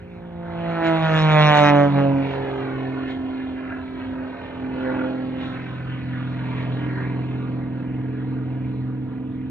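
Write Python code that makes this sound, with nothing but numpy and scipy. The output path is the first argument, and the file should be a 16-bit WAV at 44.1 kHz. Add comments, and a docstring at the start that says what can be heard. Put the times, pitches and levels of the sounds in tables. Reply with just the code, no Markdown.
"""Aerobatic plane flyover

A six-cylinder plane with a three-blade propeller passes overhead, climbs away and turns; its pitch falls.
Propeller: overtones in step, with slaps while the disc points at the listener. Exhaust: uneven cylinders
add a comb of shaft tones. Roar: puffed noise, heard again off the ground. Wind: low rumble on the microphone."""
import sys
import numpy as np
from scipy import signal
from scipy.fft import rfft, irfft, next_fast_len
from scipy.io import wavfile
from scipy.ndimage import uniform_filter1d, minimum_filter1d, map_coordinates

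SR = 44100
rng = np.random.default_rng(int(sys.argv[2]) if len(sys.argv) > 2 else 0)


def dump(signal):
    """Clip the signal to [-1, 1] and save it as 16-bit WAV at the path in sys.argv[1]."""
    limited = np.clip(np.atleast_2d(signal).T, -1, 1)
    pcm = np.round(limited * 32767).astype(np.int16)
    wavfile.write(sys.argv[1], SR, pcm)


N = 418950
TIME = np.arange(N) / SR
COARSE = TIME[::128]  # grid for slow gains, s

# Blade rate = firing rate, as heard: t/s, f/Hz
BLADE_RATE = [(0.0, 176.5), (0.7, 167.6), (1.1, 159), (1.5, 149.5), (1.9, 141.4), (2.1, 137.9),
              (2.7, 132.3), (3.6, 130.3), (5.4, 129.5), (6.2, 127.2), (9.5, 128.9)]
# Blade tones, base levels: t/s, 1st/dB, 2nd/dB, 3rd/dB, 4th-7th/dB
BLADE_LEVELS = [(0.0, -44.5, -52, -52.5, -65), (0.65, -30, -36.5, -37.5, -34), (0.9, -26, -21, -36, -23.5),
                (1.2, -18, -32, -29.5, -28.5), (1.4, -15.5, -31, -30.5, -21), (1.7, -21, -18.5, -30, -17),
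                (2.0, -21.5, -21, -31.5, -24), (2.2, -26.5, -20, -37.5, -28),
                (2.32, -31.5, -33.5, -26, -34), (2.55, -37, -33.5, -31, -39.5),
                (2.85, -31.5, -29, -36.5, -46.5), (3.3, -54.5, -28, -44, -52),
                (4.0, -62.5, -34, -46, -52.5), (4.25, -65, -28, -43, -40), (4.6, -43, -29, -44, -61),
                (4.9, -40, -26.5, -38, -30), (5.4, -40, -28.5, -45.5, -44),
                (5.75, -32, -41.5, -46.5, -51.5), (6.2, -29.5, -32.5, -66, -56.5),
                (7.0, -27, -36, -42.5, -58), (7.7, -31, -31.5, -55.5, -50), (8.9, -27.5, -34, -66.5, -60),
                (9.2, -37.5, -31, -66, -50.5), (9.5, -34.5, -31.5, -71, -69)]
# Edge of the blade pulses: t/s, base level/dB, slope per tone/dB
SLAP_LEVELS = [(.3, -72.5, -0.3), (.78, -32.5, -2.4), (.87, -25, -1.85), (.98, -39, -0.78),
               (1.15, -26.5, -1.26), (1.23, -35.5, -0.53), (1.3, -24, -1.2), (1.43, -21.5, -0.9),
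               (1.59, -22, -1.24), (1.7, -22, -1.07), (1.74, -28.5, -1.5), (1.81, -24.5, -1.56),
               (1.93, -44.5, -1.96), (1.99, -29, -1.82), (2.12, -44, -1.76)]
# Tip crackle spectrum: f/Hz, relative level/dB
TIP_SPECTRUM = [(3000, -22.5), (3800, -7), (5000, -11), (6300, -9), (7800, -22.5), (9500, -47)]
# Treble flares: t/s, rise before shares/dB
TREBLE_FLARES = [(0.871, 20.5), (1.579, 20), (1.7, 3.5), (2.33, 5.5), (3.11, 20), (5.43, 10.5), (6.62, 10)]
# Brief drop-outs around a pitch: t/s, f/Hz, depth/dB, spread/s
DROPOUTS = [(0.824, 160, 7.5, 0.027), (0.997, 464, 8.5, 0.024), (1.07, 320, 21, 0.018),
            (1.917, 520, 23, 0.026), (2.277, 435, 7.5, 0.081), (4.437, 263, 13, 0.11),
            (5.82, 261, 6, 0.057)]
# Tones between blade tones, base levels: t/s, middle/dB, 4/3 of blade rate/dB, high/dB
EXHAUST_LEVELS = [(0.0, -48, -50, -70.5), (.68, -52, -46, -43.5), (1.2, -50.5, -47, -42),
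                  (1.7, -38, -37, -42.5), (2.0, -32.5, -33.5, -53.5), (2.5, -40, -51, -43.5),
                  (3.2, -42, -59, -55), (4.0, -49.5, -51.5, -65.5), (4.3, -42.5, -52, -47.5),
                  (5.0, -36.5, -44, -48.5), (5.6, -41, -42.5, -59), (7.0, -32, -39, -52),
                  (7.6, -33.5, -43.5, -54), (8.6, -34, -61.5, -68), (9.5, -38, -60.5, -75)]
# Cylinder inequality; row per blade tone, columns: five sixths below it, relative level/dB
CYLINDER_STEPS = [
    [-33.5, -26, -14.5, -9, -13],
    [-15.5, 1, -2.5, -6, -6],
    [-17, -3.5, -8, -14, -16],
    [-20.5, -1, -7.5, -9.5, -16],
]
# Tones a third of the rate above the 3rd, 4th, .. blade tone: relative level/dB
THIRD_STEPS = [-1, 0, -1, -6, -7, -10]
# Turbulent hiss: t/s, base level/dB
HISS_LEVELS = [(0.0, -53.5), (0.4, -51), (0.7, -38), (1.2, -32), (1.55, -28.5), (1.85, -34.5),
               (2.15, -36.5), (2.45, -37), (3.2, -43.5), (4.1, -44), (4.7, -44), (4.93, -39), (5.27, -43),
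               (5.48, -39), (5.9, -43.5), (6.6, -40), (7.1, -41.5), (7.7, -48.5), (8.5, -48.5),
               (9.5, -54.5)]
# Roar body spectrum: f/Hz, relative level/dB
BODY_SPECTRUM = [(35, -42.5), (90, -9), (250, 10), (550, 10.5), (1000, 8.5), (1600, -56)]
# Hiss spectrum: f/Hz, relative level/dB
HISS_SPECTRUM = [(800, -11.5), (1500, -3.5), (2800, -12), (4200, -22), (4900, -40.5), (6800, -48),
                 (9500, -76), (14000, -72.5)]
# Body thins under the hiss: t/s, depth/dB, spread/s
BODY_DIPS = [(1.2, 8, 0.29), (6.2, 7, 0.63)]
# Roar swells around a pitch: t/s, f/Hz, rise/dB, spread/s, spread/Hz
ROAR_SWELLS = [(3.749, 1552, 8, 0.095, 204), (4.95, 1478, 9, 0.17, 239.3), (4.95, 945, 6.5, .12, 102.8),
               (6.5, 988, 9.5, 0.087, 89.4), (7.05, 1930, 9.5, .08, 303), (7.1, 1058, 9, 0.23, 59)]
# Ground echo: t/s, delay/ms, share of direct pressure before HISS_ECHO or TONE_ECHO
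GROUND_ECHO = [(0, 1.3, 0.057), (2, 1.83, 0.084), (2.8, 2.75, 0.69), (3.6, 2.9, 0.57), (6.5, 4.28, 0.47),
               (9.5, 4.14, 0.61)]
# Stereo phase: f/Hz, left lead/rad
STEREO_LEAD = [(30, 0), (250, -.6), (520, -1.2), (950, -.8), (1250, 0), (2300, .5), (3250, 2.5),
               (4200, 2.1), (9000, .6)]
# Stereo balance: f/Hz, left minus right/dB
STEREO_LEAN = [(90, .5), (250, -2), (600, -4), (1500, -1.2)]

# Blade tones: fall per upper tone, near AIMED_S (disc points at the listener) and away from it
AIMED_S, AIM_SPREAD_S, DULL_DB, DULL_FAR_DB = 1.46, 0.46, 2, 8
# Slap: offset, level 1 s after the last row (before offset), top edge, phase wander per tone number
SLAP_DB, SLAP_GONE_DB, SLAP_TOP_HZ, SLAP_DRIFT_RAD = -7, -72, 4220, .02
BITE_HZ, BITE_WIDE_HZ, BITE_DB = 3740, 500, 6  # the microphone favours this part of the slap
# Turbulent patches: gain per unit field, full depth from SCATTER_HZ up, delay per bin as a patch climbs
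SCATTER_DB, SCATTER_HZ, SCATTER_CLIMB_FRAMES = 7, 2600, .4
RASP_DB = -2.5  # tip noise over the upper slap tones
FLARE_SPREAD_S = .026
FLARE_HISS, FLARE_TOP, FLARE_RASP = 0.28, 0.29, 0.45  # shares of the rise; top adds to hiss
FADE_OCTAVES = 0.59
EXHAUST_LOW_DB, EXHAUST_UPPER_DB, LOW_SHARE = -5, -14.5, .6  # over the middle tones; low swing share
# Odd engine-cycle tones come forward as the exhaust turns to the listener
LOPE_AHEAD_DB, LOPE_BEHIND_DB, TURNED_S = -11.5, -1.5, 0.98
SIXTHS_DB, SIDE_ON_S, SIDE_ON_SPREAD_S = -2, 5.5, 2.8  # sixths heard while the plane is side on
BODY_OVER_HISS_DB = 1
HISS_ECHO, TONE_ECHO = 0.94, 0.95  # soft ground: multipliers of the echo share
BRIGHT_HZ, BRIGHT_GROWS = 2600, 0.19  # hiss above swings wider: air dulls it when the plane is far
LOW_CUT_HZ, TOP_HZ = 24, 14200


def amp(db):
    """Pressure ratio of a level in dB."""
    return 10 ** (np.asarray(db) / 20)


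def unit(x):
    """x scaled to rms 1."""
    return x / np.sqrt(np.mean(x ** 2) + 1e-20)


def along(points, hz):
    """Interpolate (Hz, value) points on a log axis."""
    f, v = np.transpose(points)
    return np.interp(np.log(hz + 1), np.log(f + 1), v)


def curves(rows):
    """One value per sample for each column after the time."""
    s, *cols = np.transpose(rows)
    return [np.interp(TIME, s, c) for c in cols]


def wobble(knots_hz):
    """Random curve, straight between normal knots."""
    knots = int(N * knots_hz / SR) + 2
    return np.interp(TIME * knots_hz, np.arange(knots), rng.standard_normal(knots))


def bump(s, spread_s, time=TIME):
    """Bell of height 1 around a moment."""
    return np.exp(-((time - s) / spread_s) ** 2 / 2)


def filtered(x, response):
    """x times a complex response of frequency."""
    size = next_fast_len(N + 8192)
    return irfft(rfft(x, size) * response(np.fft.rfftfreq(size, 1 / SR)), size)[..., :N]


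def smooth_field(shape, bins, frames):
    """Random field of rms 1, smoothed over frequency and time."""
    field = uniform_filter1d(rng.standard_normal(shape), size=bins, axis=0)
    return unit(uniform_filter1d(field, size=frames, axis=1))


def swell_db(hz, s):
    """Gain of the roar swells over frequency and time."""
    total = 0
    for at, centre, db, spread_s, spread_hz in ROAR_SWELLS:
        pitch_bell = ((hz[:, None] - centre) / spread_hz) ** 2 / 2
        time_bell = ((s - at) / spread_s) ** 2 / 2
        total = total + db * np.exp(-pitch_bell - time_bell)
    return total


def noise(spectrum, patchy_db, apart, swells=False):
    """Stereo noise of joint rms 1 in random patches; apart weights each side's own noise."""
    hz, s, z = signal.stft(rng.standard_normal((3, N)), SR, nperseg=512)
    gain_db = patchy_db * smooth_field(z.shape[1:], 8, 16)
    gain_db = gain_db + swells * swell_db(hz, s)
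    three = signal.istft(z * amp(gain_db), nperseg=512)[1][:, :N]
    stereo = three[0] + apart * three[1:]
    return unit(filtered(stereo, lambda hz: amp(along(spectrum, hz))))


def tone(passages, multiple, db, flicker_db, drift_rad, knots_hz):
    """One multiple of the blade rate; turbulent air shakes its level and phase."""
    level = np.sqrt(2) * amp(db + flicker_db * wobble(knots_hz))
    return level * np.cos(2 * np.pi * multiple * passages + drift_rad * wobble(knots_hz))


def faded_db(multiple):
    """Drop-out gain at one multiple of the firing rate."""
    hz = multiple * np.interp(COARSE, *np.transpose(BLADE_RATE))
    depth_db = 0
    for s, centre, db, spread_s in DROPOUTS:
        near = np.exp(-(np.log2(hz / centre) / FADE_OCTAVES) ** 2)
        depth_db = depth_db + db * bump(s, spread_s, COARSE) * near
    return -np.interp(TIME, COARSE, depth_db)


def ground_db(multiple):
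    """The ground echo strengthens or cancels a tone by its phase."""
    s, delay_ms, share = np.transpose(GROUND_ECHO)
    echo = np.clip(TONE_ECHO * np.interp(COARSE, s, share), 0, .95)
    hz = multiple * np.interp(COARSE, *np.transpose(BLADE_RATE))
    cycles = hz * np.interp(COARSE, s, delay_ms) / 1000
    power = 1 + echo ** 2 + 2 * echo * np.cos(2 * np.pi * cycles)
    return np.interp(TIME, COARSE, 10 * np.log10(power))


def flare_db():
    """Brief rises of the treble."""
    return sum(db * bump(s, FLARE_SPREAD_S) for s, db in TREBLE_FLARES)


def slap_level():
    """Slap level and slope per tone; it dies away as the plane leaves."""
    s, db, slope_db = SLAP_LEVELS[-1]
    return curves(SLAP_LEVELS + [(s + 1, SLAP_GONE_DB, slope_db)])


def scattered(x):
    """Turbulent air breaks x into patches that climb in pitch, deeper in the treble."""
    hz, s, z = signal.stft(x, SR, nperseg=512)
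    field = smooth_field(z.shape, 5, 9)
    row, frame = np.indices(z.shape)
    field = map_coordinates(field, [row, frame - SCATTER_CLIMB_FRAMES * row], order=1, mode="wrap")
    depth_db = SCATTER_DB * np.minimum(hz / SCATTER_HZ, 1)[:, None] ** 2
    return signal.istft(z * amp(depth_db * np.minimum(field, .5)), nperseg=512)[1][:N]


def slap_response(hz):
    """Microphone emphasis and upper edge of the slap."""
    bite_db = BITE_DB * np.exp(-((hz - BITE_HZ) / BITE_WIDE_HZ) ** 2)
    return amp(bite_db) / (1 + (hz / SLAP_TOP_HZ) ** 20)


def propeller(passages):
    """Each blade passage is a sharp pressure pulse: overtones in step, plus tip noise."""
    *low_db, middle_db = curves(BLADE_LEVELS)
    slap_db, slope_db = slap_level()
    slap_db = slap_db + SLAP_DB + 1.2 * wobble(40)
    dull_db = DULL_FAR_DB + (DULL_DB - DULL_FAR_DB) * bump(AIMED_S, AIM_SPREAD_S)

    early = passages + .1  # pressure builds up ahead of the edge
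    low = sum(tone(early, k, db + faded_db(k), flicker_db=1.36, drift_rad=.053, knots_hz=20)
              for k, db in enumerate(low_db, 1))

    late = passages - .1  # trough follows the edge
    middle = 0
    for k in range(4):
        db = middle_db - dull_db * k + faded_db(4 + k) - 1
        middle = middle - tone(late, 4 + k, db, flicker_db=2.6, drift_rad=.35, knots_hz=16)

    slap = sum(tone(passages, k, slap_db + slope_db * (k - 8), flicker_db=2.5,
                    drift_rad=SLAP_DRIFT_RAD * k, knots_hz=24) for k in range(8, 31))
    slap = filtered(scattered(slap), slap_response)

    bunching = unit(np.cos(np.pi * passages) ** 16 + .15)  # tip noise peaks at each passage
    tip_db = slap_db + 14.5 * slope_db + RASP_DB + FLARE_RASP * flare_db()
    tips = amp(tip_db) * bunching * noise(TIP_SPECTRUM, patchy_db=4.5, apart=.6)
    return low + middle + slap + tips


def exhaust(passages):
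    """Unequal cylinders repeat every six firings, filling in sixths of the firing rate."""
    middle_db, third_db, high_db = curves(EXHAUST_LEVELS)
    mean_db = middle_db.mean()
    low_db = mean_db + EXHAUST_LOW_DB + LOW_SHARE * (middle_db - mean_db)
    odd_db = np.interp(TIME, [0, TURNED_S], [LOPE_AHEAD_DB, LOPE_BEHIND_DB])
    row_levels = [low_db, low_db, middle_db, middle_db + EXHAUST_UPPER_DB]

    comb = 0
    for below, (row_db, steps) in enumerate(zip(row_levels, CYLINDER_STEPS)):
        row_db = row_db + faded_db(below + .5)
        for k, step_db in enumerate(steps):
            multiple = below + (k + 1) / (len(steps) + 1)
            if (below, k) == (1, 1):  # 4/3 of the blade rate
                level_db = third_db
            else:
                level_db = row_db + ground_db(multiple) + odd_db * (k % 2 == 0)
            comb = comb + tone(passages + rng.random(), multiple, level_db + step_db,
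                               flicker_db=.6 + .9 * below, drift_rad=.2 + .22 * below, knots_hz=7)

    thirds = sum(tone(passages + rng.random(), 3 + k + 1 / 3, high_db + db,
                      flicker_db=2.5, drift_rad=.3, knots_hz=8) for k, db in enumerate(THIRD_STEPS))
    sixths = sum(tone(passages + rng.random(), k - 1 / 6, high_db + SIXTHS_DB,
                      flicker_db=3, drift_rad=.4, knots_hz=7) for k in (4, 5))
    return comb + thirds + bump(SIDE_ON_S, SIDE_ON_SPREAD_S) * sixths


def roar(passages):
    """Turbulence behind propeller and exhaust, puffed per firing and echoed by soft ground."""
    hiss_db, = curves(HISS_LEVELS)
    dips_db = sum(db * bump(s, spread_s) for s, db, spread_s in BODY_DIPS)
    body_db = hiss_db + BODY_OVER_HISS_DB - dips_db
    puff = 1 + .15 * np.cos(2 * np.pi * passages) + .15 * np.cos(2 * np.pi * passages / 3)
    gust_db = .6 * wobble(11)
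    body = puff * amp(body_db + gust_db) * noise(BODY_SPECTRUM, patchy_db=1.6, apart=.2, swells=True)

    air = noise(HISS_SPECTRUM, patchy_db=2.5, apart=.68, swells=True)
    top = filtered(air, lambda hz: 1 / (1 + (BRIGHT_HZ / (hz + 1)) ** 4))
    top_db = BRIGHT_GROWS * (hiss_db - hiss_db.mean()) + FLARE_TOP * flare_db()
    hiss_gain = amp(hiss_db + gust_db + FLARE_HISS * flare_db())
    hiss = puff * hiss_gain * (air - top + amp(top_db) * top)

    delay_ms, share = curves(GROUND_ECHO)
    later = TIME - delay_ms / 1000
    echo = np.array([np.interp(later, TIME, side) for side in body + HISS_ECHO * hiss])
    return body + hiss + share * echo


def wind():
    """Lumpy low rumble of air moving over the microphone."""
    spectrum = [(22, -50), (45, -12.5), (90, -3.5), (200, -14.5), (400, -69.0)]  # f/Hz, relative level/dB
    return amp(-43.5 + 1.6 * wobble(6.0)) * noise(spectrum, patchy_db=.6, apart=.3)


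def scene():
    """Plane with its stereo balance and phase, plus wind."""
    passages = np.cumsum(curves(BLADE_RATE)[0]) / SR  # blade passages so far
    plane = propeller(passages) + exhaust(passages) + roar(passages)
    sides = np.array([[.5], [-.5]])

    def stereo(hz):
        """Level and phase split evenly between the sides."""
        return amp(sides * along(STEREO_LEAN, hz)) * np.exp(1j * sides * along(STEREO_LEAD, hz))

    return filtered(plane, stereo) + wind()


def record(dry):
    """Look-ahead limiter, then a bass cut and a sharp band limit."""
    needed = np.minimum(1, .92 / (np.abs(dry).max(axis=0) + 1e-9))
    gain = uniform_filter1d(minimum_filter1d(needed, size=1323), size=661)
    return filtered(dry * gain, lambda hz: (hz < TOP_HZ) / (1 + (LOW_CUT_HZ / (hz + 1)) ** 4))


dry = scene()
out = record(dry)
dump(out)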